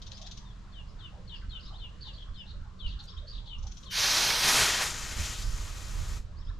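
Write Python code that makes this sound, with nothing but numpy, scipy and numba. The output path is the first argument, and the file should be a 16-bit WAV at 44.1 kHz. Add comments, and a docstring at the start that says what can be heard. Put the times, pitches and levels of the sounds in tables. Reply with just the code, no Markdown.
"""Two firework igniters burn on a glass garden table, close to a hand-held phone.
Rushing gas and popping grains make the sound: the first flares into a hissing jet, the second joins
with a broader roar, then a thin fizz lingers and cuts out. Songbirds whistle, chirp and rattle in the
trees, with faint calls and rustles behind them. A breeze rumbles on the microphone over far traffic
and the hum of a distant machine."""
import sys
import numpy as np
from scipy import signal
from scipy.fft import rfft, irfft
from scipy.io import wavfile
from scipy.ndimage import uniform_filter1d
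from numba import njit

SR = 44100
rng = np.random.default_rng(int(sys.argv[2]) if len(sys.argv) > 2 else 0)


def store_pcm(level_fs):
    """Save levels as 16-bit WAV."""
    pcm = np.round(np.clip(level_fs, -1, 1) * 32767).astype(np.int16)
    wavfile.write(sys.argv[1], SR, np.atleast_2d(pcm).T)


N = 290619
TIME = np.arange(N) / SR

# How the flame changes as it burns down. Each row: time in seconds, stage (0 flare, 1 blaze, 2 embers,
# 3 last fizz), left minus right in dB, stereo width in dB.
BURN_STAGES = [(4.36, 0, -1, -3), (4.6, 1, 0.5, -8.5), (4.84, 1, 1.5, -3), (4.95, 2.5, 3, -9),
               (5.3, 2.5, 3, -1), (5.5, 3, 2.5, 5)]
# How a small bird's windpipe and beak filter its voice. Each row: frequency in Hz, gain in dB.
BEAK_FILTER = [(1500, -14), (2400, -5), (3100, -0.5), (5000, -1.5), (6900, -5.5), (7700, -23), (9000, -18)]


def igniters(surge_db=0.9, glass_db=-12.5, garden_db=-21, top_side_db=-2, top_hz=12800):
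    """The flames surge; the glass throws the hiss straight back and the garden echoes faintly."""
    # How much the hiss differs between the ears. Each row: frequency in Hz, gain in dB.
    spread = [(200, -13.5), (600, -11.5), (1200, -22), (1900, -21), (2400, -10), (3400, -9.5),
              (4200, -24.5), (6800, -21), (10500, -25.5)]
    _, pan_db, side_db = curves(BURN_STAGES)
    direct = flame() * undb(surge_db * walk(40)) + spits()
    glass_echo = undb(glass_db) * scatter(direct, t60=0.057, delay_s=.001)
    garden_echo = undb(garden_db) * scatter(direct, t60=0.35, delay_s=0.015)
    wide = flame()
    side = colour(wide, spread) * undb(side_db) + undb(top_side_db) * band(wide, top_hz, SR / 2)
    return stereo(direct + glass_echo + garden_echo, side, pan_db)


def flame(flutter_db=0.55, flutter_rate=110):
    """The jet changes tone as the charge burns away, and the emptied casings ring with it."""
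    # The jet's tone in each of the four stages. Each row: frequency in Hz, gain in dB.
    flare = [(400, -11), (1000, -4), (2800, -4.5), (3900, -1), (6100, -1.5), (7100, -6.5), (7600, -10.5),
             (8800, -10), (11000, -11.5), (12100, -10), (13200, -14), (15700, -23)]
    blaze = [(120, -5), (350, -6.5), (1000, -2.5), (1900, -1), (5200, -2.5), (6900, -3), (8000, -8),
             (11000, -15.5), (12100, -16), (13500, -20.5), (15700, -44)]
    embers = [(120, 0), (600, -6), (4000, -4), (7200, 1), (8100, -7), (10500, -16), (12200, -17),
              (15700, -31)]
    last_fizz = [(120, 1), (750, -8.5), (1200, -1.5), (2500, 1.5), (7400, 2.5), (8200, -4), (10200, -11.5),
                 (12200, -12), (15700, -29)]
    # Where the spent casings ring. Each row: frequency in Hz, width in Hz, gain in dB.
    casing_rings = [(1260, 120, -2), (1865, 190, -6), (6150, 39, -2), (6800, 110, -7)]
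    # The burning channel rings higher as the embers run out.
    # Each row: time in seconds, frequency in Hz, share added.
    channel_ring = [(4.6, 1500, 0.067), (5.0, 1500, 0.52), (5.3, 2700, 0.32), (5.46, 4970, 0.93),
                    (5.7, 7000, 0)]
    # A shifting dip in the treble. Each row: time in seconds, frequency in Hz, depth from 0 to 1.
    treble_dip = [(3.92, 7450, .9), (4.15, 8200, 0), (4.4, 6900, 0.54), (4.6, 7950, 0.2)]
    stage = curves(BURN_STAGES)[0]
    gas = jet()
    hiss = sum(np.clip(1 - abs(stage - k), 0, 1) * unit(colour(gas, spectrum))  # stages blend
               for k, spectrum in enumerate([flare, blaze, embers, last_fizz]))
    emptied = np.clip(stage / 3, 0, 1)
    hiss = hiss + emptied * sum(undb(db) * resonate(hiss, hz, width) for hz, width, db in casing_rings)
    channel_hz, share = curves(channel_ring)
    dip_hz, depth = curves(treble_dip)
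    hiss = hiss + share * sweep(hiss, channel_hz, 1500.) - depth * sweep(hiss, dip_hz, 1700.)
    # Large swirls of gas roar, small ones fizz; each size flutters on its own.
    roar, fizz = band(hiss, 60, 1300), band(hiss, 7800, 19000)
    out = 0
    for swirls, level in zip((roar, hiss - roar - fizz, fizz), burn_levels()):
        steady = swirls / np.sqrt(uniform_filter1d(swirls ** 2, size=3000) + 1e-12)
        out = out + steady * level * undb(flutter_db * walk(flutter_rate))
    return out


def jet(sparks_per_s=2500, spark_spread_db=2, spark_db=-10):
    """Rushing gas mixed with the tiny pops of burning grains."""
    pops = (rng.random(N) < sparks_per_s / SR) * np.sign(noise())
    strength = undb(spark_spread_db * rng.exponential(size=N).clip(0, 4))
    return unit(noise() + undb(spark_db) * unit(pops * strength))


def burn_levels(roar_build_s=0.13):
    """Each flame catches, holds, wanes and dies; together they set the level of roar, hiss and fizz."""
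    # The flames: first jet, second jet, its surge, a sputter, embers, a flare-up, last fizz.
    # Each row: start, rise and hold in seconds, waning in dB per second, going-out time and fade in
    # seconds, hiss level in dB, roar and fizz in dB above the hiss, fizz change in dB per second.
    flames = [(3.9, 0.1, 0.19, 14, 4.42, 0.061, -26.6, -11, -15.5, 8),
              (4.412, .025, 0.2, 34, 4.83, 0.065, -26.2, -10.5, -9.5, -8),
              (4.455, .03, .02, 8, 4.622, .02, -27.3, -8, -7.5, 0),
              (4.812, 0.027, .02, 58, 4.868, 0.049, -37.6, -8, -3.5, -10),
              (4.85, 0.029, 0.26, 22, 6.1, 0.027, -42.1, -9, -10.5, 3),
              (5.15, 0.07, .03, 30, 5.42, .04, -42.6, -24, -11, 9),
              (4.803, 0.099, 0.66, 0, 6.172, .025, -51.2, -2.5, -7, -1)]
    power = 0
    for start, rise, hold, wane, out_s, fade, db, roar_db, fizz_db, brightening in flames:
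        age = np.maximum(TIME - start, 0)
        level = np.minimum(age / rise, 1) * undb(db - wane * np.maximum(age - rise - hold, 0))
        level = level * np.exp(-np.maximum(TIME - out_s, 0) / fade)
        power += np.array([level * undb(roar_db), level, level * undb(fizz_db + brightening * age)]) ** 2
    roar, hiss, fizz = np.sqrt(power)
    since_lit = np.maximum(TIME - flames[0][0], 0)
    return roar * (1 - np.exp(-since_lit / roar_build_s)), hiss, fizz  # large swirls form slowly


def spits(rise_s=.003, fall_s=0.011):
    """Lumps of the charge go off in short puffs."""
    # Each row: start in seconds, centre in Hz, width in Hz, level in dB.
    puffs = [(3.912, 13000, 3500, -48), (4.3, 1710, 1500, -28), (4.521, 12000, 2210, -34),
             (4.595, 11500, 3500, -35), (4.808, 700, 900, -31.5)]
    out = np.zeros(N)
    t = np.arange(SR // 10) / SR
    puff = np.minimum(t / rise_s, 1) * np.exp(-np.maximum(t - rise_s, 0) / fall_s)
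    for s, hz, width, db in puffs:
        add(out, s, undb(db) * puff * ringing_noise(hz, width, len(t)))
    return out


def birds():
    """The whistler sits in the open, the chattering sparrows deeper in the trees."""
    return (among_leaves(whistles(), pan_db=12, leaves_db=-8, echo_db=-14.5, t60=0.55)
            + among_leaves(colour(chirps(), BEAK_FILTER), pan_db=6, leaves_db=-6.5, echo_db=-11.5, t60=.5)
            + among_leaves(rattle(), pan_db=7.5, leaves_db=-10, echo_db=-13, t60=.45))


def whistles(start_ratio=1.19, waver=0.0086, drift=0.007, onset_rasp=.025, rasp_db=-13, flicker_db=2):
    """Both sides of a bird's voice box slide down in pitch; each note starts hoarse and stays husky."""
    # Each row: start in seconds, relative level in dB, upper voice boost in dB, lower voice delay in
    # seconds, final pitch ratio of the two voices.
    notes = [(0.718, -55.5, 0, 0.0034, 1.2), (0.985, -53, 2.5, 0, 1.18), (1.272, -50.5, 5, 0.021, 1.07),
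             (1.492, -49, 5.5, 0.012, 1.13), (1.778, -50, 3, 0.0056, 1.1), (2.018, -57, 10.5, 0.0072, 1.1),
             (2.339, -53, 6, 0.00091, 1.12), (2.787, -47, -3.5, 0.0017, 1.4),
             (3.464, -50.5, 1, 0.0066, 1.1), (3.85, -49, 0.5, 0.002, 1.1)]
    # One whistle's shape. Each row: age in seconds, lower pitch in Hz, lower and upper voice gain in dB.
    slide = [(0, 3845, -17, -11), (.02, 3450, -4, -9.5), (.04, 3110, -6.5, -6), (.072, 2970, 5.5, -7.5),
             (.092, 2800, -0.5, -12.5), (.112, 2596, -10, -24)]
    out = np.zeros(N)
    size = int(slide[-1][0] * SR)
    t = np.arange(size) / SR
    hz, lower_db, upper_db = curves(slide, t)
    fade = signal.windows.tukey(size, .15)
    for s, db, boost_db, late_s, end_ratio in notes:
        hoarse = onset_rasp * np.exp(-t / .025) * walk(700, size)
        pitch = hz * (1 + hoarse + waver * walk(250, size) + drift * walk(45, size))
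        ratio = start_ratio + (end_ratio - start_ratio) * (t / t[-1]) ** 2
        lower_level = undb(lower_db) * np.clip((t - late_s) / 0.0034, 0, 1)
        for voice_hz, level in ((pitch, lower_level), (pitch * ratio, undb(upper_db + boost_db))):
            voice = tone(voice_hz) * (1 + undb(rasp_db) * walk(1100, size))
            add(out, s, undb(db - 2.5 + flicker_db * walk(114, size)) * level * voice * fade)
    return out


def chirps(tremble=0.027, warble=.15, warble_hz=80, rasp_db=-9, hiss_db=-13):
    """Sparrows sing quick pitch arcs; a rough one zigzags and frays into a rasp."""
    # Each row: start and length in seconds, first, middle and last pitch in Hz, level in dB,
    # roughness from 0 to about 1.
    notes = [(0.126, .06, 4300, 4900, 5100, -56, 0.6), (0.237, 0.033, 3200, 3650, 4200, -56, 0.28),
             (.44, .09, 3700, 3570, 3130, -64, 0.24), (0.867, 0.062, 3800, 5130, 4500, -68.5, 0.55),
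             (1.335, 0.062, 4500, 4770, 4700, -59, 0.94), (1.587, 0.058, 3320, 5000, 4660, -59.5, 0.7),
             (1.625, .052, 3580, 4800, 5400, -56.5, 0.7), (1.652, 0.053, 3270, 3990, 3700, -54.5, .7),
             (1.725, 0.054, 2900, 3470, 4340, -56, 0.5), (2.003, 0.042, 4115, 4610, 3700, -50.5, 0.43),
             (2.044, 0.058, 4340, 3910, 3430, -51, 0.77), (2.128, 0.043, 4600, 4450, 3400, -55, 0.7),
             (2.168, 0.077, 3340, 3330, 3120, -54, 0.6), (2.365, .055, 4700, 5120, 4850, -64, .3),
             (2.456, 0.078, 3600, 3960, 3780, -55, 0.77), (2.854, 0.098, 4210, 3800, 3230, -52.5, 1.02),
             (2.987, 0.035, 3490, 4090, 3720, -48.5, 0.9), (3.068, .052, 4650, 4970, 5780, -54.5, 0.54),
             (3.079, 0.0336, 3100, 3770, 3200, -54, 0.67), (3.11, 0.025, 4450, 3520, 3060, -58, 0.4),
             (3.164, 0.033, 3230, 3510, 4220, -51, 0.65), (3.263, 0.063, 4350, 4610, 4620, -50.5, 0.62),
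             (3.313, 0.096, 4190, 3790, 3400, -52, 0.86), (3.455, 0.032, 3490, 3860, 3700, -53.5, 0.88),
             (6.362, 0.062, 3950, 5040, 5670, -64, 0.35), (6.411, .028, 4100, 3400, 3000, -66, 0.1),
             (6.438, 0.073, 4900, 5120, 5050, -66, 0.54), (6.462, .045, 2900, 3620, 3900, -62, 0.4)]
    out = np.zeros(N)
    hiss = unit(resonate(band(noise(), 2400, 8500), 3400, 2200))
    for s, length, first, middle, last, db, rough in notes:
        size = int(length * SR)
        arc_hz = np.polyval(np.polyfit([0, .5, 1], [first, middle, last], 2), np.linspace(0, 1, size))
        cycles = np.cumsum(warble_hz * (1 + 0.305 * walk(60.2, size))) / SR + rng.random()
        zigzag = signal.sawtooth(2 * np.pi * cycles, 1 / 3)
        voice = tone(arc_hz * (1 + warble * rough ** 2 * zigzag + tremble * rough * walk(600, size)))
        rasp = undb(rasp_db) * voice * walk(1200, size)
        rasp += undb(hiss_db) * np.roll(hiss, -int(s * SR))[:size]
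        note = (voice + 2 * rough * rasp) * undb(1.6 * rough * walk(228, size))
        add(out, s, undb(db) * unit(note * signal.windows.tukey(size, .45)))
    return out


def rattle(rise_s=0.0048, fall_s=0.01, lead_s=0.0053, gain_db=-7, scratch_db=-9.5, grain_db=1.5):
    """A bird scolds: harsh bursts ring at two pitches in its throat, over a grainy scratch."""
    # Each row: time in seconds, relative level in dB, boost of the upper ring in dB.
    notes = [(0.02, -43.5, -6), (0.0672, -43.5, -3), (0.1176, -41, -6), (0.174, -45, -2),
             (0.2174, -43, -0.5), (0.2663, -42, -6), (0.315, -41.5, -1), (0.375, -42.5, -2),
             (3.5854, -63, 10), (3.6277, -51, 4), (3.669, -48, 4.5), (3.7155, -50, 6), (3.7718, -48, 4.5),
             (3.8312, -47.5, -2)]
    # The tone of the scratch. Each row: frequency in Hz, gain in dB.
    scratch_tone = [(700, -19), (1600, -1.5), (6500, 1.5), (8200, -15.5), (15000, -28)]
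    low, high = np.zeros(N), np.zeros(N)
    t = np.arange(SR // 10) / SR
    burst = np.minimum(t / rise_s, 1) * np.exp(-np.maximum(t - 3 * rise_s, 0) / fall_s)
    for s, db, upper_db in notes:
        add(low, s - lead_s, undb(db) * burst)
        add(high, s - lead_s, undb(db + upper_db) * burst)
    voice = colour(low * ringing_noise(3700, 2040) + high * ringing_noise(6000, 1300), BEAK_FILTER)
    grainy_gain = undb(gain_db + grain_db * walk(600))
    return grainy_gain * (voice + undb(scratch_db) * low * unit(colour(noise(), scratch_tone)))


def among_leaves(song, pan_db, leaves_db, echo_db, t60, side_db=-7):
    """A bird's song is scattered by the leaves round it and echoed by the garden."""
    mid, side = (undb(leaves_db) * scatter(song, t60=0.21, delay_s=0.0012)
                 + undb(echo_db) * scatter(song, t60, delay_s=0.026) for _ in range(2))
    side += undb(side_db) * scatter(song, t60=0.017, delay_s=0)
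    return undb(-2) * stereo(song, pan_db=pan_db) + stereo(mid, side)


def far_calls(blur=0.12, side_db=-8, faint_per_s=2, faint_hz=814, faint_s=0.082, faint_db=-68.5):
    """Short distant calls, blurred in pitch; the fainter ones come at random."""
    # Each row: start in seconds, length in seconds, pitch in Hz, relative level in dB.
    nearer = [(0.184, 0.098, 726, -59.5), (.64, 0.11, 1097, -66), (1.111, 0.07, 700, -61.5),
              (1.159, 0.071, 534, -61.5), (1.41, 0.044, 1687, -59.5), (1.7, 0.071, 761, -60),
              (2.05, 0.045, 994, -62), (2.635, .05, 918, -63.5), (3.215, 0.052, 645, -61.5),
              (3.625, 0.059, 828, -61), (6.48, 0.053, 1290, -59.5)]
    faint = [(when * N / SR, faint_s, faint_hz * 2 ** (0.8 * (2 * height - 1)), faint_db)
             for when, height in rng.random((int(faint_per_s * N / SR), 2))]
    out = np.zeros(N)
    for s, length, hz, db in nearer + faint:
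        size = int(length * SR)
        swell = unit(np.sin(np.linspace(0, np.pi, size)))
        add(out, s, undb(db) * swell * tone(hz * (1 + blur * walk(258.3, size))))
    mid_echo, side_echo = (scatter(out, t60=0.3, delay_s=0.0034) for _ in range(2))
    return stereo(undb(-1.5) * out + undb(-5) * mid_echo, undb(side_db) * side_echo)


def rustles(grain_db=3):
    """Thin grainy hisses swell and fade."""
    # Each row: peak time in seconds, length in seconds, level in dB.
    swells = [(3.048, 0.053, -64.5), (3.826, 0.2, -66.5)]
    # Their tone. Each row: frequency in Hz, gain in dB.
    rustle_tone = [(3500, -11), (6000, 3.5), (7600, -4), (8600, -11), (12300, -16), (15000, -30)]
    level = sum(undb(db) * hump(s, length) for s, length, db in swells)
    return stereo(level * unit(colour(noise() * undb(grain_db * walk(330)), rustle_tone)))


def breeze(side_db=-15, pan_db=-3.7, flutter_db=1.5, swirl_db=-32, swirl_growth=0.48):
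    """Light wind and gusts rumble on the microphone, more on the right; small swirls flap above them."""
    # The light wind. Each row: time in seconds, level in dB.
    light_wind = [(0, -47.5), (.5, -52), (.9, -45.5), (3.7, -47), (4.1, -52.5), (4.6, -47.5), (5.4, -43),
                  (6.59, -41.5)]
    # Each row: peak time in seconds, length in seconds, rumble level in dB, flapping level in dB.
    gusts = [(1.471, 0.087, -34.5, -45.5), (2.313, 0.059, -33.5, -50), (2.59, 0.25, -41.5, -53),
             (2.888, 0.14, -33, -63), (3.193, 0.1, -36.5, -60), (3.366, 0.1, -38, -64),
             (3.637, 0.19, -37, -56), (5.07, 0.34, -40, -54), (5.205, 0.074, -29.5, -36.5),
             (5.534, 0.31, -31, -43.5), (6.031, 0.31, -32, -44.5), (6.487, 0.056, -33.5, -55)]
    # The tones of the rumble and the flapping. Each row: frequency in Hz, gain in dB.
    rumble_tone = [(10, -6.5), (22, -2), (40, 2), (58, -6), (78, -6.5), (100, -21), (400, -84),
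                   (2000, -110)]
    flap_tone = [(60, -17), (95, 5), (125, -4.5), (160, -11.5), (300, -24.5), (800, -58), (6000, -100)]
    wind_db, = curves(light_wind)
    rumble, flap = undb(wind_db), undb(swirl_db + swirl_growth * wind_db)
    for s, length, rumble_db, flap_db in gusts:
        rumble = np.hypot(rumble, undb(rumble_db) * hump(s, length))
        flap = np.hypot(flap, undb(flap_db) * hump(s, length))
    out = 0
    for level, spectrum in ((rumble, rumble_tone), (flap, flap_tone)):
        mid, side = (unit(colour(noise(), spectrum)) for _ in range(2))
        steady = mid / np.sqrt(uniform_filter1d(mid ** 2, size=3500) + 1e-9)
        out = out + stereo(steady, undb(side_db) * side, pan_db) * level
    return out * undb(flutter_db * walk(28))


def garden(side_db=-4.5, pan_db=2, patchy_db=3, patchy_rate=14):
    """Far traffic comes and goes band by band under smooth leaf hiss, with a wavering machine hum."""
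    # The tone of the garden air. Each row: frequency in Hz, gain in dB.
    air_tone = [(60, 9.5), (170, 15), (280, 1.5), (500, -1.5), (850, -7), (1050, 1), (1650, -5),
                (2200, -11.5), (4000, -10), (7600, -19), (8400, -27), (12200, -39.5), (14000, -51.5)]
    # Its level as traffic comes and goes. Each row: time in seconds, level in dB.
    air_level = [(0, -56.5), (2.1, -56.5), (2.6, -58.5), (3.7, -57.5)]
    # The distant machine. Each row: pitch in Hz, level in dB.
    hum_tones = [(41, -52), (119, -62.5), (190, -66)]
    mid, side = (unit(colour(noise(), air_tone)) for _ in range(2))
    side = colour(side, [(100, -3.5), (350, 0.5)])  # long waves reach both ears more alike
    air = stereo(mid, undb(side_db) * side, pan_db)
    edges_hz = np.geomspace(400, 2000, 8)
    patches = sum(band(air, lo, hi) * (undb(patchy_db * walk(patchy_rate)) - 1)
                  for lo, hi in zip(edges_hz, edges_hz[1:]))
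    hum = sum(undb(db + 2.7 * walk(4.12)) * tone(hz * (1 + 0.02023 * walk(12))) for hz, db in hum_tones)
    return (air + patches) * undb(curves(air_level)[0]) + stereo(hum)


def undb(db):
    """Turn decibels into a gain."""
    return 10 ** (np.asarray(db) / 20)


def unit(x):
    """Scale to an average power of 1."""
    return x / np.sqrt(np.mean(x ** 2) + 1e-20)


def curves(table, t=TIME):
    """Join each column's values with straight lines in time."""
    s, *columns = np.transpose(table)
    return [np.interp(t, s, c) for c in columns]


def hump(peak_s, length_s):
    """A bell-shaped swell and fade."""
    return np.exp(-((TIME - peak_s) / (length_s / 2)) ** 2)


def colour(x, points):
    """Shape a sound's tone with (Hz, dB) points."""
    hz, db = np.transpose(points)
    f = np.fft.rfftfreq(N, 1 / SR) + 1
    return irfft(rfft(x) * undb(np.interp(np.log(f), np.log(hz), db)), N)


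def band(x, lo_hz, hi_hz):
    """Keep what lies between two frequencies."""
    sos = signal.butter(3, [lo_hz, min(hi_hz, .45 * SR)], "band", fs=SR, output="sos")
    return signal.sosfiltfilt(sos, x)


def resonate(x, hz, width_hz):
    """Ring at one frequency, with gain 1 there."""
    return signal.lfilter(*signal.iirpeak(hz, hz / width_hz, fs=SR), x)


@njit
def sweep(x, hz, width_hz):
    """Ring at a moving frequency, with gain 1 there."""
    out, band_state, low_state = np.empty(len(x)), 0., 0.
    for i in range(len(x)):
        tuning, damping = np.tan(np.pi * hz[i] / SR), width_hz / hz[i]
        ring = (band_state + tuning * (x[i] - low_state)) / (1 + tuning * (tuning + damping))
        band_state, low_state = 2 * ring - band_state, low_state + 2 * tuning * ring
        out[i] = damping * ring
    return out


def noise(size=N):
    """White noise."""
    return rng.standard_normal(size)


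def ringing_noise(hz, width_hz, size=N):
    """Noise gathered round one frequency."""
    return unit(resonate(resonate(noise(size), hz, width_hz), hz, width_hz))


def walk(rate, size=N):
    """Random drift of spread 1 that turns rate times a second."""
    at = np.arange(size) * rate / SR
    return np.interp(at, np.arange(size), noise(size)) * np.sqrt(3 / 2)


def tone(hz):
    """A sine that follows a pitch curve."""
    return np.sqrt(2) * np.sin(2 * np.pi * np.cumsum(hz) / SR)


def add(track, s, x):
    """Mix a sound into a track at s seconds."""
    i = max(int(s * SR), 0)
    track[i:i + len(x)] += x[:max(N - i, 0)]


def stereo(mid, side=0, pan_db=0):
    """Left and right from what they share (mid) and what differs (side); positive pan is left."""
    return np.array([(mid + side) * undb(pan_db / 2), (mid - side) * undb(-pan_db / 2)])


def scatter(x, t60, delay_s):
    """A wash of echoes that fades by 60 dB in t60 seconds."""
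    t = np.arange(SR) / SR
    tail = noise(SR) * np.exp(-np.log(1000) * t / t60) * (t > delay_s)
    return signal.fftconvolve(x, unit(tail) / np.sqrt(SR))[:N]


def scene():
    """Everything that reaches the microphone."""
    return igniters() + birds() + far_calls() + rustles() + breeze() + garden()


def record(dry):
    """The phone dulls its left side, rounds the highest peaks and cuts the top treble."""
    # The duller left microphone. Each row: frequency in Hz, gain in dB.
    left_mic = [(12200, 0), (13200, -7), (14200, -11), (15700, -5)]
    ceiling, top_hz = .4, 15550
    mics = np.array([colour(dry[0], left_mic), dry[1]])
    rounded = ceiling * np.tanh(mics / ceiling)
    return signal.sosfilt(signal.ellip(10, .2, 80, top_hz, fs=SR, output="sos"), rounded)


dry = scene()
out = record(dry)
store_pcm(out)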